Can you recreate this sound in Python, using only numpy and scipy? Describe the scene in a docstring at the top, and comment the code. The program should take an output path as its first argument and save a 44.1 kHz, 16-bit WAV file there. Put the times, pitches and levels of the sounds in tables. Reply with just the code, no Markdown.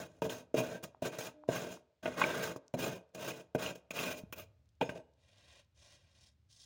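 """Close up, a metal spoon jabs into thick freezer frost and drags it loose, stroke after stroke.
Each jab thuds in the hollow freezer wall; on each pull, breaking ice crystals fizz, rattle the spoon
and shake that wall. At 4.8 s the spoon is put down with a clatter and rings briefly.
From 5.1 s fingers softly gather the loose frost, over a low rumble and faint hiss heard throughout."""
import sys
import numpy as np
from scipy import signal
from scipy.fft import rfft, irfft
from scipy.io import wavfile
from scipy.ndimage import uniform_filter1d

SR = 44100
rng = np.random.default_rng(int(sys.argv[2]) if len(sys.argv) > 2 else 0)


def to_wav(s):
    """Save 16-bit WAV."""
    ch = np.atleast_2d(s).T  # columns
    pcm = np.round(np.clip(ch, -1, 1) * 32767)  # PCM
    wavfile.write(sys.argv[1], SR, pcm.astype(np.int16))


N = 293265
TIME = np.arange(N) / SR
HZ = np.fft.rfftfreq(16384, 1 / SR)  # frequency grid of the EQ curves


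# pulls through the frost: (start [s], attack [s], hold [s], fizz level [dB], sag over the hold [dB],
# spoon rasp over fizz [dB], wall rumble over fizz [dB])
PULLS = [(0.0, 0.0013, 0.053, -53.5, 8.5, 4.5, 7.5), (0.078, 0.026, 0.086, -76, 3.5, 0.5, 12),
         (0.223, 0.022, .008, -51.5, -1, 4, 15), (0.287, 0.014, 0.098, -49.5, 10.5, 2, 3.5),
         (0.551, 0.03, 0.023, -43.5, 3.5, 4.5, 11), (0.601, 0.032, 0.13, -56, 4, 5.5, 11),
         (0.825, 0.015, 0.01, -44, 14, -2, 2), (1.018, 0.031, 0.017, -47, -1.5, 4.5, 9.5),
         (1.107, 0.022, .05, -56, 5, 6, 6.5), (1.181, .01, 0.083, -51, -0.5, 1, 2),
         (1.476, 0.077, 0.15, -47, 14, 5.5, 7), (1.699, 0.018, 0.049, -52.5, 11, 0, 3),
         (2.025, .01, 0.19, -59.5, 4, 8.5, 13), (2.167, .022, .225, -48, 4.5, 10, 10),
         (2.411, 0.026, 0.076, -43.5, 11, 5, 3.5), (2.764, 0.061, 0.14, -44, 18, 4.5, 8),
         (3.135, 0.16, 0.011, -49, -1, 4, 5.5), (3.32, 0.023, 0.057, -61.5, -1, 2, 8.5),
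         (3.573, 0.066, 0.07, -45.5, 10, 6, 5.5), (3.748, 0.0094, 0.0082, -53, 11.5, -2.5, 3.5),
         (3.929, 0.059, 0.14, -45, 5.5, 5, 4), (4.142, 0.051, 0.0039, -52.5, 10.5, -3.5, 4),
         (4.35, 0.05, 0.027, -54, 12, 3, 2), (4.805, .008, .11, -64.5, 1.5, 4.5, 16.5),
         (4.936, 0.043, .004, -61.5, 8.5, 5.5, 15.5)]
def pull_envelopes():
    """How hard the pulls drive wall, spoon and crystals; the wall follows the force less steeply."""
    wall, spoon, ice = np.zeros((3, N))
    for start, attack_s, hold_s, fizz_db, sag_db, rasp_db, rumble_db in PULLS:
        force_db = stroke_db(attack_s, hold_s, sag_db)
        add(wall, start, amp(fizz_db + rumble_db + 0.64 * force_db) ** 2)  # overlaps sum in power
        add(spoon, start, amp(fizz_db + rasp_db + force_db) ** 2)
        add(ice, start, amp(fizz_db + force_db) ** 2)
    return np.sqrt([wall, spoon, ice])


def drag():
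    """The edge sticks and slips through the frost: gritty forces on wall, spoon and crystals."""
    slip = evened(amp(1.45 * wander(rate_hz=70)))
    lumps = snaps(per_s=4000, spread_db=2.1)
    crystals = snaps(per_s=15000, spread_db=3.0)
    wall = evened(0.5 * lumps + snaps(per_s=5000, spread_db=-0.55))
    spoon = evened(lumps + 0.6 * crystals)
    flicker = amp(wander(rate_hz=330) + 0.5 * wander(rate_hz=26))
    ice = evened((crystals + 0.36 * lumps) * flicker)
    return slip * pull_envelopes() * np.array([wall, spoon, ice])


# jabs into the frost: (time [s], wall thud [dB], spoon clack [dB], ice crunch [dB], knock pitch [Hz])
JABS = [(0.2197, -34, -44.5, -52, 920), (0.5425, -29.5, -49.5, -55, 622), (1.0222, -34, -53, -52.5, 647),
        (1.1857, -42, -48.5, -46.5, 650), (1.4876, -28.5, -47.5, -56.5, 629),
        (2.0564, -34.5, -39, -61, 660), (2.0762, -41, -47.5, -59, 645), (2.7395, -29, -51, -54, 611),
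        (3.1478, -47, -55, -54, 593), (3.5488, -28.5, -46, -54.5, 490), (3.9072, -45, -46.5, -51.5, 2400),
        (4.326, -50.5, -46, -52, 2470)]
# metal hits hard ice, last of all as the spoon is put down:
# (time [s], spoon clack [dB], knock [dB], knock pitch [Hz], wall thud [dB])
CLACKS = [(0.2963, -51, -49, 3245, -53), (2.215, -28, -29, 1085, -57), (2.2395, -38, -32.5, 2320, -36),
          (2.561, -61, -53.5, 1060, -44), (3.6621, -48.5, -44, 2827, -50), (3.9896, -64, -40.5, 2600, -57),
          (4.8109, -38, -39.5, 897, -38), (4.8134, -41.5, -33.5, 903, -33.5),
          (4.824, -42.5, -34, 482, -40.5), (4.8922, -45.5, -50, 2290, -37.5)]
def blows(jab_knock_over_thud_db=-6.5, chip_db=-58.5):
    """Each hit shoves the wall, clacks the spoon, crushes crystals and knocks on the struck spot."""
    wall, spoon, ice, knocks = np.zeros((4, N))
    hits = [(s, thud, clack, crunch, thud + jab_knock_over_thud_db, hz)
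            for s, thud, clack, crunch, hz in JABS]
    hits += [(s, thud, clack, chip_db, knock_db, hz) for s, clack, knock_db, hz, thud in CLACKS]
    for s, thud_db, clack_db, crunch_db, knock_db, hz in hits:
        add(wall, s + 0.00064, amp(thud_db) * burst(decay_s=0.013, rise_s=0.00013, shove=1.0))
        add(spoon, s + 0.0003, amp(clack_db) * burst(decay_s=0.0073, rise_s=0.00052, shove=0.32))
        add(ice, s - 0.002, amp(crunch_db) * burst(decay_s=0.0049, rise_s=0.017))
        cycles = np.interp(knock_db, [-54, -45], [0.7, 3.1])  # a light touch is only a dry tick
        add(knocks, s + 0.00047, amp(knock_db) * knock(hz, cycles, rise_s=0.002))
    return np.array([wall, spoon, ice]), knocks


# tone of the fizz, with a glassy microphone peak near 15 kHz: (frequency [Hz], level [dB])
FIZZ_EQ = [(1200, -16.5), (3300, 5.5), (7300, 5.5), (7900, 4.5), (10800, -0.5), (11600, -5.5),
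           (13700, -9.5), (14600, 2), (16000, -3.5)]
# bright resonances of the fizz, the top two being that microphone peak:
# (frequency [Hz], width [Hz], level [dB])
FIZZ_MODES = [(3340, 640, -2.5), (3974, 91, 4), (5020, 180, 5), (5698, 220, 3), (6320, 400, -0.5),
              (6603, 200, 7), (7000, 940, -3), (9120, 970, -3.5), (10300, 410, 2), (10700, 430, -13),
              (15200, 1900, 3.5), (15900, 1700, 5)]
# fader ride on the glassy top of the fizz: (time [s], trim [dB])
GLINT_RIDE = [(0.3, -1.5), (2.3, -3), (2.85, 0.5), (3.6, -2), (4.1, 0), (4.35, 10), (4.9, -4)]
def ice_fizz(force, glint_hz=10900):
    """Snapping crystals fizz through bright, drifting resonances; harder crushing lifts the top."""
    fizz = drifting_modes(force, FIZZ_MODES, FIZZ_EQ, shift=0.025, rate_hz=12)
    hz = np.fft.rfftfreq(N, 1 / SR) + 1
    top = irfft(rfft(fizz) / (1 + (glint_hz / hz) ** 24), N)
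    envelope = np.sqrt(abs(uniform_filter1d(fizz ** 2, size=300)))
    expansion = (envelope / amp(-55)) ** 0.28
    return fizz - top + top * amp(automation(GLINT_RIDE)) * expansion


# where the frost bears on the spoon: (time [s], bowl over neck [dB])
BOWL_BLEND = [(0.1, -11), (0.35, -1.5), (0.6, -1), (0.7, -11.5), (1.06, -0.5), (1.2, -7.5), (1.6, -5.5),
              (2.4, -12), (2.85, -3), (3.3, -1), (3.65, -1), (4.05, 2.5), (4.4, 2.5), (4.9, -4)]
# resonances of the neck, pressed on the ice: (frequency [Hz], width [Hz], level [dB])
NECK_MODES = [(919, 43, 1.5), (1220, 22, -13), (1284, 34, 6), (1520, 60, 3.5), (1750, 90, -2),
              (1899, 210, -10), (2240, 92, 2), (3450, 160, -7.5), (4090, 130, -10)]
# resonances of the bowl: (frequency [Hz], width [Hz], level [dB])
BOWL_MODES = [(2460, 250, 1), (2630, 270, -8.5), (2902, 170, -13)]
# how the spoon radiates: (frequency [Hz], level [dB])
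SPOON_EQ = [(100, -22), (500, -1), (900, 8.5), (4000, 0.5), (7000, -15.5), (12000, -38)]
def spoon_rasp(force):
    """A metallic rasp; as the contact moves, it crossfades between neck and bowl and the neck detunes."""
    share = amp(automation(BOWL_BLEND) + 3.8 * wander(rate_hz=20))
    neck = amp(1.0) * drifting_modes(force, NECK_MODES, SPOON_EQ, shift=0.026, rate_hz=13)
    bowl = through(force, resonances(BOWL_MODES) * eq(SPOON_EQ))
    return (neck + share * bowl) / np.hypot(1, share)


# boxy resonances of the frosted wall: (frequency [Hz], width [Hz], level [dB])
WALL_MODES = [(84, 28, -18.5), (132.7, 23, -5.5), (178.8, 20, -2), (222, 16, -12.5), (252.8, 8.4, 1.5),
              (277, 10, -3.5), (331.3, 26, -2), (382.2, 23, -3), (446.4, 17.5, 3.5), (502, 17, -1),
              (554, 26, -2.5), (592.5, 24, 0.5), (632.8, 39.4, 5.5), (670.6, 45, -22.5), (855, 19, -18),
              (943, 40, -5)]
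# how the wall radiates: (frequency [Hz], level [dB])
WALL_EQ = [(25, -7.5), (55, 3), (90, 8), (650, 0.5), (1100, -6), (2200, -12.5), (6000, -34.5)]
def freezer_wall(force):
    """The hollow wall thuds under hits and rumbles under pulls."""
    return through(force, resonances(WALL_MODES) * eq(WALL_EQ))


# light touches between pulls: (time [s], level [dB], pitch [Hz])
TAPS = [(0.9474, -59, 864), (1.4374, -57.5, 885), (1.7728, -62, 986), (2.681, -66.5, 5860),
        (4.236, -47.5, 183.8)]
def taps():
    """Dry ticks, damped within a few cycles."""
    out = np.zeros(N)
    for s, db, hz in TAPS:
        add(out, s, amp(db) * knock(hz, cycles=0.8, rise_s=0.0006))
    return out


# faint hollow tones between strokes, then the ring of the spoon let go:
# (time [s], pitch [Hz], level [dB], 60 dB decay [s], rise [s])
RING_TONES = [(1.331, 300, -54.5, 0.94, 0.037), (1.34, 607, -57, 1, .02), (4.826, 6580, -51.5, 0.21, 0.013),
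              (4.85, 5200, -55, 0.17, 0.007), (4.824, 3560, -60, 0.32, 0.005),
              (4.893, 2896, -66, 0.43, .004), (4.97, 7900, -79, 0.2, .004)]
def ring_outs():
    """Single modes swell and ring out freely."""
    out, t = np.zeros(N), TIME[:SR // 2]
    for s, hz, db, t60, rise_s in RING_TONES:
        envelope = amp(db - 60 * t / t60) * (1 - np.exp(-t / rise_s))
        add(out, s, envelope * np.sin(2 * np.pi * hz * t))
    return out


# finger scoops: (start [s], attack [s], hold [s], rustle level [dB], sag over the hold [dB],
# rub over rustle [dB], rustle centre [Hz])
SCOOPS = [(5.148, 0.42, 0.033, -68, 1, 3, 3190), (5.741, 0.092, 0.12, -65, 0.5, -2, 5810),
          (5.96, 0.025, 0.18, -79.5, 2.5, 4, 5020), (6.106, 0.14, 0.037, -68.5, 1, -5, 5220),
          (6.484, 0.017, .14, -69.5, -7, -15, 5090)]
# crisp tone of the rustle, with the microphone peak near 15 kHz: (frequency [Hz], level [dB])
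RUSTLE_EQ = [(1000, -16), (2700, -9), (3400, 4.5), (4600, 0), (5100, 2.5), (6500, 1.5), (7900, -5.5),
             (9200, -4.5), (11000, -15.5), (12500, -31), (13800, -34.5), (15300, -13.5)]
# dull tone of the packed pile: (frequency [Hz], level [dB])
PILE_EQ = [(100, -5.5), (300, -8.5), (620, 2.5), (780, -9.5), (920, -1), (1100, -10), (2400, -3.5),
           (4000, -5.5), (9000, -36)]
def fingers(hump_db=4.5, hump_width_hz=600):
    """Loose crystals crumble in soft clumps; pressing rubs the packed pile beneath."""
    out = np.zeros(N)
    clumps = evened(amp(1.48 * wander(rate_hz=52)))
    grains = clumps * snaps(per_s=4000, spread_db=4.0)
    friction = clumps * snaps(per_s=5900, spread_db=1.0)
    for start, attack_s, hold_s, rustle_db, sag_db, rub_db, hz in SCOOPS:
        force = amp(rustle_db + stroke_db(attack_s, hold_s, sag_db))
        span = (round(start * SR) + np.arange(len(force))) % N
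        hump = amp(hump_db / (1 + ((HZ - hz) / hump_width_hz) ** 2))
        rustle = through(force * grains[span], eq(RUSTLE_EQ) * hump)
        rub = through(force * friction[span], eq(PILE_EQ))
        add(out, start, rustle + amp(rub_db) * rub)
    return out


def crumbs():
    """Loosened crumbs drop onto the pile now and then with tiny ticks."""
    return through(amp(-98) * snaps(per_s=7, spread_db=3), eq(RUSTLE_EQ))


# bounces off the nearest frosted surfaces: (delay [s], gain [linear])
REFLECTIONS = [(.0011, 0.2), (.0023, -0.51), (.0037, 0.38), (.0056, .25)]
def with_reflections(x):
    """Early reflections comb the treble."""
    out = x.copy()
    for delay, gain in REFLECTIONS:
        add(out, delay, gain * x)
    return out / np.sqrt(1 + sum(gain ** 2 for _, gain in REFLECTIONS))


# reverb time of the compartment: (frequency [Hz], 60 dB decay [s])
REVERB_DECAY = [(100, 0.12), (600, 0.64), (1800, 0.42), (6000, 0.24), (15000, 0.08)]
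def freezer_reverb(x):
    """The compartment's short, dense tail hangs longest in the mids."""
    hz, t, noise = signal.stft(rng.standard_normal(SR // 2), SR, nperseg=256)
    t60 = at_frequency(REVERB_DECAY, hz)[:, None]
    _, tail = signal.istft(noise * amp(-60 * t / t60), SR)
    return signal.oaconvolve(x, tail / np.linalg.norm(tail))[:N]


# fader ride on the rumble: (time [s], level [dB])
RUMBLE_RIDE = [(0, -69.5), (1.9, -83.5), (3.8, -79), (4.3, -60.5), (4.75, -72.5), (5.9, -72.5), (6.2, -68),
               (6.65, -73.5)]
# tone of the rumble: (frequency [Hz], level [dB])
RUMBLE_EQ = [(20, -31), (45, -21.5), (70, 2.5), (105, -0.5), (160, -12.5), (300, -24), (1000, -55.5)]
# tone of the hiss: (frequency [Hz], level [dB])
HISS_EQ = [(100, 0.5), (600, 4), (1000, 0.5), (4000, -2), (7000, -8.5), (11000, -22), (15000, -18.5)]
def room_tone():
    """A bed of low, uneven rumble and faint hiss."""
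    rumble = amp(automation(RUMBLE_RIDE)) * through(rng.standard_normal(N), eq(RUMBLE_EQ))
    hiss = amp(-87.5) * through(rng.standard_normal(N), eq(HISS_EQ))
    return rumble + hiss


def stroke_db(attack_s, hold_s, sag_db, release_db_per_s=479, trickle_db=-35, trickle_db_per_s=96.5):
    """Envelope of one movement: swell, sagging hold, release, then loosened grains trickle on."""
    t = TIME[:SR]
    swell = 20 * np.log10(np.clip(t / attack_s, 1e-4, 1))
    sag = sag_db * np.clip((t - attack_s) / hold_s, 0, 1)
    after = np.maximum(t - attack_s - hold_s, 0)
    return swell - sag + np.maximum(-release_db_per_s * after, trickle_db - trickle_db_per_s * after)


def snaps(per_s, spread_db):
    """A crackle of tiny fractures, random in time and size."""
    size = amp(spread_db * np.minimum(rng.exponential(1, N), 4))
    return evened(size * rng.choice([-1, 1], N) * (rng.random(N) < per_s / SR))


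def burst(decay_s, rise_s, shove=0):
    """A clump of fractures dies away; shove puts one clean click at its front."""
    t = TIME[:SR // 10]
    x = rng.standard_normal(len(t)) * np.exp(-t / decay_s) * (1 - np.exp(-t / rise_s))
    x[0] -= shove * np.linalg.norm(x)
    return unit_hit(x)


def knock(hz, cycles, rise_s):
    """The struck spot rings for a few cycles before the frost damps it."""
    t = TIME[:SR // 10]
    envelope = np.exp(-t * hz / cycles) * (1 - np.exp(-t / rise_s))
    return unit_hit(np.sin(2 * np.pi * hz * t) * envelope)


def drifting_modes(force, modes, tone, shift, rate_hz):
    """Rings resonances that drift up and down by the fraction shift."""
    drift = np.clip(0.9 * wander(rate_hz), -1, 1)
    out = np.zeros(N)
    for side in (-1, 0, 1):
        detuned = [(hz * (1 + side * shift), width, db) for hz, width, db in modes]
        crossfade = np.maximum(1 - abs(drift - side), 0)
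        out += through(force * crossfade, resonances(detuned) * eq(tone))
    return out


def resonances(modes):
    """Gain over frequency of these modes together."""
    f = HZ + 1
    powers = (amp(db) ** 2 / (1 + ((f * f - hz * hz) / (f * width)) ** 2) for hz, width, db in modes)
    return np.sqrt(sum(powers))


def through(x, gain):
    """Minimum-phase filter of unit energy: a click keeps its sharp attack and rings down."""
    log_gain = np.log(np.maximum(np.r_[gain, gain[-2:0:-1]], 1e-5))
    response = np.exp(np.conj(signal.hilbert(log_gain)))
    impulse = np.fft.ifft(response).real[:len(gain) // 2]
    return signal.oaconvolve(x, impulse / np.linalg.norm(impulse))[:N]


def wander(rate_hz):
    """Smooth random modulation of rms 1, moving up to the given rate."""
    hz = np.fft.rfftfreq(N, 1 / SR)
    return evened(irfft(rfft(rng.standard_normal(N)) / (1 + (hz / rate_hz) ** 4), N))


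def amp(db):
    """Decibels to gain."""
    return 10 ** (np.asarray(db) / 20)


def evened(x):
    """Scales to an rms of 1."""
    return x / np.sqrt(np.mean(x ** 2) + 1e-20)


def unit_hit(x, span_s=0.016):
    """Gives a hit the energy of 0 dB held for span_s."""
    return x / np.linalg.norm(x) * np.sqrt(span_s * SR)


def at_frequency(points, hz):
    """Reads a table along a log-frequency axis."""
    f, value = np.transpose(points)
    return np.interp(np.log(hz + 1), np.log(f), value)


def eq(points):
    """Gain over frequency from breakpoints in dB."""
    return amp(at_frequency(points, HZ))


def automation(points):
    """A sample-by-sample curve through breakpoints in time."""
    return np.interp(TIME, *np.transpose(points))


def add(mix, s, sound):
    """Mixes a sound in at time s."""
    part = mix[round(s * SR):][:len(sound)]
    part += sound[:len(part)]


def scene():
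    """Wall, spoon and ice answer the same strokes; only the frost's treble has any width."""
    hit_forces, knocks = blows()
    wall_force, spoon_force, ice_force = drag() + hit_forces
    frost = ice_fizz(ice_force) + fingers() + crumbs()
    scrape = with_reflections(spoon_rasp(spoon_force) + frost)
    near = scrape + freezer_wall(wall_force) + knocks + taps() + ring_outs()
    mid = near + amp(-20.5) * freezer_reverb(near) + room_tone()
    treble = signal.sosfilt(signal.butter(4, 6500, "high", fs=SR, output="sos"), frost)
    side = amp(-21) * with_reflections(np.roll(treble, SR // 300))  # a late sideways bounce
    return np.array([mid + side, mid - side])


def record(dry):
    """A steep high cut at 16.1 kHz."""
    high_cut = signal.firwin(511, 16100, window=("kaiser", 9), fs=SR)
    return signal.oaconvolve(dry, high_cut[None], "same")


dry = scene()
out = record(dry)
to_wav(out)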